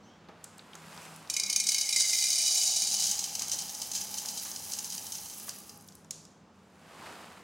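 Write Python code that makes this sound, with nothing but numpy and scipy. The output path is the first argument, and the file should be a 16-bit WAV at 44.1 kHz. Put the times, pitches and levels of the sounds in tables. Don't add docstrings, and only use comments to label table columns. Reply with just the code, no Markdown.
import sys
import numpy as np
from scipy import signal
from scipy.fft import rfft, irfft, next_fast_len
from scipy.io import wavfile
from scipy.ndimage import uniform_filter1d, map_coordinates

SR = 44100
rng = np.random.default_rng(int(sys.argv[2]) if len(sys.argv) > 2 else 0)


def materialize(psi):
    bounded = np.clip(np.atleast_2d(psi).T, -1, 1)
    quanta = np.round(bounded * 32767).astype(np.int16)
    wavfile.write(sys.argv[1], SR, quanta)


N = 327663


def amp(db):
    return 10 ** (np.asarray(db) / 20)


def unit(x):
    return x / np.sqrt(np.mean(x ** 2) + 1e-20)


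def along(points, hz):
    f, v = np.transpose(points)
    return np.interp(np.log(hz + 1), np.log(f + 1), v)


def curves(rows):
    s, *cols = np.transpose(rows)
    t = np.arange(N) / SR
    gate = np.interp(t, [s[0] - .03, s[0], s[-1], s[-1] + 0.068], [0, 1, 1, 0])
    return [np.interp(t, s, c) for c in cols] + [gate]


def filtered(x, response):
    m = next_fast_len(N + SR // 2)
    return irfft(rfft(x, m) * response(np.fft.rfftfreq(m, 1 / SR)), m)[..., :N]


def coloured(x, spectrum):
    gain = amp(along(spectrum, np.fft.rfftfreq(2048, 1 / SR)))
    cepstrum = irfft(np.log(gain + 1e-6))
    cepstrum[1:1024] *= 2
    cepstrum[1025:] = 0
    impulse_response = irfft(np.exp(rfft(cepstrum)))
    return signal.fftconvolve(x, impulse_response)[:N]


def mode(x, hz, width_hz):
    return signal.lfilter(*signal.iirpeak(hz, hz / width_hz, SR), x)


def grit(density, smooth):
    contact = (rng.random(N) < density) * np.minimum(rng.exponential(1.75, N), 4.5)
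    return rng.standard_normal(N) * (smooth + contact)


def burst(hz, octaves, t60, echo_db):
    t = np.arange(SR // 2) / SR
    # (distance from the centre in units of octaves, dB)
    steps = [(-4.5, -25.5), (-1, 1.0), (0, 9.0), (2.13, -18), (1.0, -9.5), (4.0, -50)]
    shape = [(hz * 2 ** (k * octaves), db) for k, db in steps]

    def noise():
        return coloured(rng.standard_normal(len(t)), shape)[:len(t)]

    click = unit(noise()) * amp(-60 * t / t60) * (1 - np.exp(-t / 0.00027))
    wash = unit(signal.lfilter(*signal.butter(1, 7000, fs=SR), noise()))
    return click + amp(echo_db - 60 * t / 0.57) * (1 - np.exp(-t / 0.0042)) * wash


# time in seconds, level of the air in dB, level of the wavering duct note in dB.
HUM_LEVELS = [(0, -57.5, -67), (.5, -62, -64), (0.91, -62, -56), (1.55, -60.5, -73.5), (2.38, -68, -71.5),
              (2.61, -70, -73.5), (2.95, -60, -61.5), (4.6, -59, -66.5), (6.4, -61, -66),
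              (7.43, -60, -70.5)]
# frequency in Hz, relative level in dB.
AIR_SPECTRUM = [(20, -30.5), (45, -27), (75, -3), (130, -12.5), (200, -4.5), (300, -4.5), (600, -8),
                (1200, -11.5), (2000, -19.5), (4000, -25.5), (7000, -28), (11000, -47.5), (16000, -46)]
# frequency in Hz, width in Hz, level relative to the other resonances in dB.
DUCT_MODES = [(101.7, 11, -4), (195.6, 14, 2), (234, 14, -3.5)]


def hum():
    air_db, note_db, _ = curves(HUM_LEVELS)
    boom = sum(amp(db) * unit(mode(rng.standard_normal(N), hz, width_hz)) for hz, width_hz, db in DUCT_MODES)
    air = unit(filtered(rng.standard_normal(N), lambda hz: amp(along(AIR_SPECTRUM, hz))))
    note = unit(mode(rng.standard_normal(N), 161, 2.8))
    return amp(air_db) * (air + amp(-5) * boom) + amp(note_db) * note


# start in seconds, length in seconds, first frequency in Hz, last frequency in Hz, level in dB.
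LID_SQUEAKS = [(0.027, 0.099, 5320, 6700, -66), (0.05, 0.16, 2790, 3480, -65.5),
               (0.023, .05, 4150, 4400, -72.5), (.06, 0.17, 5400, 5700, -70.5),
               (0.087, 0.12, 6800, 7100, -83), (0.166, 0.093, 4600, 4550, -77)]


def squeaks():
    out = np.zeros(N)
    for s, length, from_hz, to_hz, db in LID_SQUEAKS:
        u = np.linspace(0, 1, round(length * SR))
        hz = from_hz + (to_hz - from_hz) * np.sqrt(u) + 850 * rng.standard_normal(len(u))
        swell = np.sin(np.pi * u ** 0.46)
        out[round(s * SR):][:len(u)] += amp(db) * swell * np.sin(2 * np.pi * np.cumsum(hz) / SR)
    return out


# time in seconds, level of the low part in dB, level of the treble part in dB.
BAG_SLIDES = [
    [(0.1, -68.5, -94), (0.442, -59, -72.5), (0.63, -59, -69), (0.926, -52, -55.5), (1.05, -51.5, -53),
     (1.35, -57, -63.5), (1.5, -59, -55)],
    [(6.55, -85, -78), (6.724, -70, -73.5), (6.862, -57.5, -66), (7.064, -47.5, -56), (7.152, -48.5, -57.5),
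     (7.43, -57, -65)],
]
# frequency in Hz, relative level in dB.
SLIDE_LOW_SPECTRUM = [(150, -56.5), (250, -24), (291, -1.5), (355, -4), (993, 1), (1080, 0.5), (5000, -15),
                      (6500, -35), (11000, -120)]
# frequency in Hz, relative level in dB.
SLIDE_HIGH_SPECTRUM = [(1470, -23), (2500, 0), (3690, -8), (4690, -4.5), (8020, -3), (12800, -12),
                       (16000, -20)]


def slides():
    out = np.zeros(N)
    for rows in BAG_SLIDES:
        low_db, high_db, gate = curves(rows)
        out += gate * amp(low_db) * unit(coloured(grit(0.016, 0.58), SLIDE_LOW_SPECTRUM))
        out += gate * amp(high_db) * unit(coloured(grit(0.013, 0.54), SLIDE_HIGH_SPECTRUM))
    return out


def place(out, s, sound):
    out[round(s * SR):][:len(sound)] += sound


# start in seconds, level in dB, centre frequency in Hz.
BAG_KNOCKS = [(0.286, -43, 636), (1.064, -48, 580), (3.409, -41.5, 1200), (3.539, -45.5, 810),
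              (4.25, -47, 1000), (4.452, -42, 1580), (5.481, -44.5, 1302), (7.063, -44, 1210),
              (7.372, -48, 1000)]


def knocks():
    out = np.zeros(N + SR)
    for s, db, hz in BAG_KNOCKS:
        place(out, s, amp(db) * burst(hz, 1.6, t60=0.062, echo_db=-11.5))
    return out[:N]


# start in seconds, level in dB, centre frequency in Hz, thump relative to the snap in dB.
FOIL_SNAPS = [(0.4413, -34, 7700, -26), (0.5805, -44, 7900, -15), (0.593, -43, 3670, -20),
              (0.733, -44, 3550, -18), (0.753, -39, 6880, -7.5), (0.9756, -43.5, 4540, -4),
              (1.1613, -41.5, 9100, -17), (1.274, -46, 4870, -32), (5.7587, -51, 8360, -33),
              (5.7744, -47, 11400, -20), (5.8097, -48.5, 9940, -28), (5.8234, -51.5, 10770, -22),
              (5.8768, -46.5, 12300, -33), (5.886, -42.5, 6400, -32), (5.9224, -46, 5960, -30),
              (5.952, -43, 9920, -36), (6.0457, -52, 6440, -20), (6.108, -24.5, 6800, -46),
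              (6.2516, -45.5, 5950, -29)]


def snaps():
    out = np.zeros(N + SR)
    for s, db, hz, thump_db in FOIL_SNAPS:
        click = burst(hz, 0.61, t60=0.02, echo_db=-22)
        thump = burst(1200, 1.0, t60=0.067, echo_db=-29)
        place(out, s, amp(db) * (click + amp(thump_db) * thump))
    return out[:N]


def contacts(s, size, tumble_s, count):
    late = rng.gamma(1.3, 1, (len(s), count)) * (np.arange(count) > 0)
    at = np.minimum(((s[:, None] + tumble_s * late) * SR).astype(int), N - 1)
    return at, size[:, None] * np.exp(-.2 * late) / np.sqrt(count)


def impulses(at, size):
    return np.bincount(at.ravel(), (size * rng.standard_normal(at.shape)).ravel(), N)


def struck(at, size, modes):
    out = np.zeros(N)
    for hz, width_hz, db in modes:
        out += amp(db) * mode(impulses(at, size), hz, width_hz)
    return out


# time in seconds, share from 0 to 1.
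RING_SHARE = [(1.3, 0.65), (2.4, 0.81), (2.9, 0.65), (3.3, 0.01), (4.2, 0.25), (5.8, 0.16)]
# frequency in Hz, width in Hz, relative level in dB.
FUNNEL_MODES = [(2974, 16, -7), (3860, 62, -5.5), (4015, 27, -6), (4500, 83, -9), (4737, 66, -6),
                (4900, 138, -4), (5480, 45, -2.5), (5556, 110, -4), (5830, 65, -6.5), (6040, 57, -5.5),
                (6360, 89, -0.5), (7040, 110, -6.5), (6950, 58, -3), (7230, 120, -10.5), (7784, 59, -6.5),
                (8120, 58, -10.5), (8420, 49, -11.5), (8660, 100, -7), (9065, 48, -6.5), (9820, 31, -9.5),
                (9700, 90, -11), (9500, 140, -19), (11420, 71, -17.5), (10900, 370, -20.5)]
# frequency in Hz, width in Hz, relative level in dB.
HEAP_MODES = [(2740, 69, -12.5), (3086, 63, -4.5), (4110, 140, -5), (4940, 138, 0.5), (5560, 230, -4.5),
              (6280, 1020, 1), (8210, 350, -6.5), (9690, 360, -9.5)]
# frequency in Hz, relative level in dB.
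CRACK_SPECTRUM = [(900, -30.5), (1500, -30), (2500, -25.5), (3400, -13.5), (4600, -4), (6300, -1.5),
                  (7600, -7), (10000, -9), (13000, -18), (16000, -40)]
TREBLE_FUNNEL_DB, TREBLE_HEAP_DB, TREBLE_SCATTER_DB = -15.5, -20, 3.5


def clatter(s, size, tumble_s, count):
    at, size = contacts(s, size, tumble_s, count)
    ring = np.clip(np.interp(at / SR, *np.transpose(RING_SHARE)), 0, 1)
    treble_db = TREBLE_FUNNEL_DB * ring + TREBLE_HEAP_DB * (1 - ring)
    treble_db = treble_db + TREBLE_SCATTER_DB * rng.standard_normal((len(s), 1))
    high_pass = signal.butter(3, 9500, "high", fs=SR)
    bright = signal.lfilter(*high_pass, impulses(at, size * amp(treble_db)))
    crack = coloured(impulses(at, size), CRACK_SPECTRUM)
    wall = struck(at, size * ring, FUNNEL_MODES)
    heap = struck(at, size * (1 - ring), HEAP_MODES)
    return amp(17) * crack + amp(16.5) * bright + amp(34.0) * wall + amp(28.0) * heap


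# crest in seconds, level over the steady stream in dB.
BAG_SURGES = [(2.0, 9.5), (2.82, -2), (3.03, 3), (3.41, 6), (3.525, 14.5), (3.6, 9.5), (3.82, 6.5),
              (3.96, 13.5), (4.02, 3.5), (4.18, 7.5), (4.29, 4), (4.385, 4.5), (4.74, 6.5), (4.85, 4),
              (4.93, 9), (5.14, 4), (5.49, 6.5)]
SURGE_RISE_S, SURGE_FALL_S = 0.017, 0.026


def surge_db():
    t = np.arange(N) / SR
    total = np.zeros(N)
    for s, db in BAG_SURGES:
        spread_s = np.where(t < s, SURGE_RISE_S, SURGE_FALL_S)
        total += db * np.exp(-((t - s) / spread_s) ** 2)
    return total


# time in seconds, size of the small beans in dB, level of the rustle along the foil in dB.
STREAM = [(1.31, -60.5, -59.5), (1.62, -59, -51), (1.7, -42, -49), (1.9, -42, -53), (2.16, -36, -44.5),
          (2.63, -34.5, -66), (2.76, -36.5, -63.5), (3.07, -38.5, -45), (3.3, -50.5, -50),
          (3.7, -54, -47.5), (4.39, -51, -45.5), (5.01, -56, -46.5), (5.33, -56.5, -47.5),
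          (5.46, -62, -48.5), (5.72, -68.5, -58), (6.0, -80, -82.5)]
# landing in seconds, strength in dB.
LOUD_BEANS = [(1.2992, -15), (1.3382, -18.5), (1.365, -14), (1.398, -15), (1.4344, -19), (1.4624, -23.5),
              (1.4983, -14.5), (1.5276, -16), (1.5605, -11.5), (1.6002, -13), (1.639, -20), (1.668, -14.5),
              (1.6886, -11.5), (1.7184, -14.5), (1.745, -13), (1.7816, -16.5), (1.8106, -14.5),
              (1.89, -15.5), (1.9264, -15), (1.9614, -11.5), (2.1314, -15), (2.1867, -18), (2.2397, -18),
              (2.439, -27), (2.764, -16), (2.8195, -15.5), (2.8982, -23), (2.9407, -15), (2.998, -17),
              (3.0226, -18), (3.0674, -18), (3.1129, -17), (3.1922, -19.5), (3.2412, -21.5),
              (3.3522, -22.5), (3.3934, -25), (3.42, -23.5), (3.4823, -27.5), (3.4953, -26), (3.5161, -21),
              (3.5881, -22), (3.694, -27.5), (3.749, -28), (3.7981, -35.5), (3.817, -22), (3.9159, -24),
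              (3.9353, -29.5), (3.9511, -21), (4.013, -23), (4.141, -25), (4.1826, -23), (4.257, -25),
              (4.286, -21.5), (4.3749, -22), (4.515, -28.5), (4.561, -27), (4.719, -27.5), (4.7345, -24),
              (4.7878, -21.5), (4.8448, -26.5), (4.9018, -30), (4.9222, -26.5), (4.9794, -25.5),
              (5.0665, -28.5), (5.121, -24), (5.1523, -28), (5.1827, -31), (5.2569, -34), (5.2978, -32.5),
              (5.4229, -51), (5.4926, -25.5), (5.6938, -34.5)]
OTHERS_PER_S, OTHERS_DB, OTHERS_SCATTER_DB = 60, 13, 4


def pour():
    stream_db, _, gate = curves(STREAM)
    stream_db = stream_db + surge_db()
    small = np.flatnonzero(rng.random(N) < gate * .03)
    small_db = stream_db[small] + np.minimum(4.6 * rng.exponential(1, len(small)), 9.5)
    stream = clatter(small / SR, amp(small_db), tumble_s=.0015, count=6)
    others = np.flatnonzero(rng.random(N) < gate * OTHERS_PER_S / SR)
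    others_db = stream_db[others] + OTHERS_DB + OTHERS_SCATTER_DB * rng.uniform(-1, 1, len(others))
    loud_s, loud_db = np.transpose(LOUD_BEANS)
    whole = clatter(np.r_[loud_s, others / SR], amp(np.r_[loud_db, others_db]), tumble_s=.0026, count=48)
    return stream + whole


# frequency in Hz, relative level in dB.
RUSTLE_SPECTRUM = [(800, -39), (1500, -8.5), (3000, -6.5), (6000, -6.5), (10000, 4), (13000, 0.5),
                   (16000, -2)]
GUST_DB, GUSTS_PER_S = 3, 70


def rustle():
    _, rustle_db, gate = curves(STREAM)
    points = rng.standard_normal(GUSTS_PER_S * N // SR + 2)
    gusts = map_coordinates(points, [np.arange(N) * GUSTS_PER_S / SR])
    noise = unit(coloured(grit(.06, 0.46), RUSTLE_SPECTRUM))
    return gate * amp(rustle_db + GUST_DB * np.tanh(gusts)) * noise


# frequency in Hz, width in Hz, waking time in seconds, start of the fade in seconds, level in dB,
# speed of the fade in dB per second.
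BOTTOM_MODES = [(2084, 34, 1.87, 2.18, -46.5, 60), (2194, 38, 1.365, 1.86, -48, 14.5),
                (2407, 45, 1.3, 2.43, -49.5, 23)]


def throat():
    s, bean_db = np.transpose(LOUD_BEANS)
    at = (s * SR).astype(int)
    t = np.arange(N) / SR
    out = np.zeros(N)
    for hz, width_hz, wakes, fades, db, fade_db_per_s in BOTTOM_MODES:
        level_db = db - 1500 * np.maximum(wakes - t, 0) - fade_db_per_s * np.maximum(t - fades, 0)
        blows = np.bincount(at, amp(bean_db + 44 + 5 * rng.standard_normal(len(s))), N)
        patter = (rng.random(N) < .004) * rng.standard_normal(N)
        ring = mode(mode(blows + amp(19.5) * patter, hz, width_hz), hz, 240)
        running_rms = np.sqrt(np.abs(uniform_filter1d(ring ** 2, SR // 4)) + 1e-9)
        out += amp(level_db) * ring / running_rms
    return out


# time in seconds, frequency of the boom in Hz, level of the boom in dB, level of a thin steady note in dB.
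HOPPER_AIR = [(1.3, 601, -76, -65), (1.93, 622, -62, -63.5), (2.35, 670, -61, -63.5),
              (2.6, 714.8, -54, -62), (3, 760.6, -57, -59), (3.6, 804, -56.5, -64),
              (4.25, 835.8, -56.5, -61), (4.4, 839.4, -58, -64), (5.11, 833, -59, -68),
              (5.8, 841, -76, -68)]


def hollow():
    hz, boom_db, thin_db, gate = curves(HOPPER_AIR)
    shake = np.array([1, 1j]) @ rng.standard_normal((2, N)) * (rng.random(N) < .02)
    slow = signal.lfilter(*signal.butter(1, 55, fs=SR), shake)
    boom = unit(np.real(slow * np.exp(2j * np.pi * np.cumsum(hz) / SR)))
    thin = unit(mode(rng.standard_normal(N), 822.7, 20))
    upper = unit(mode(mode(rng.standard_normal(N), 1194, 200), 1194, 200))
    return gate * (amp(boom_db) * boom + amp(thin_db) * thin + amp(-69.5) * upper)


# frequency in Hz, time to fall by 60 dB in seconds.
ROOM_T60 = [(1000, 1), (5000, 0.47), (14000, 0.11)]


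def room(x):
    hz, t, z = signal.stft(rng.standard_normal(SR // 2), SR, nperseg=256)
    decay = amp(-60 * t / along(ROOM_T60, hz)[:, None])
    tail = signal.istft(z * decay, SR, nperseg=256)[1]
    delayed = np.pad(x, (350, 0))
    return signal.fftconvolve(delayed, tail / np.linalg.norm(tail))[:N]


def spread(mid, width):
    z = signal.stft(mid, nperseg=256)[2]
    side = signal.istft(z * np.exp(2j * np.pi * rng.random(z.shape)), nperseg=256)[1][:N]
    side = filtered(side, lambda hz: amp(along(width, hz)))
    return np.array([mid + side, mid - side])


# frequency in Hz, side relative to the middle in dB.
NEAR_SIDE = [(60, 3), (700, -16.5), (1300, -16.5), (2400, -55), (4400, -18), (8100, -13), (15000, 2.5)]
# frequency in Hz, side relative to the middle in dB.
FAR_SIDE = [(30, -13), (60, -21.5), (200, -27), (400, -16.5), (1300, -12.5), (2400, -10.5), (8100, -10),
            (15000, 1.5)]


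def scene():
    near = pour() + rustle() + throat() + squeaks()
    beans = spread(near + amp(-7) * room(near) + snaps() + knocks() + hollow(), NEAR_SIDE)
    background = spread(slides() + hum(), FAR_SIDE)
    return (beans + background) * amp([[-.2], [.2]])


def record(dry):
    soft = dry / (1 + np.abs(dry / .24) ** 4) ** .25
    return filtered(soft, lambda hz: hz < 15900)


dry = scene()
out = record(dry)
materialize(out)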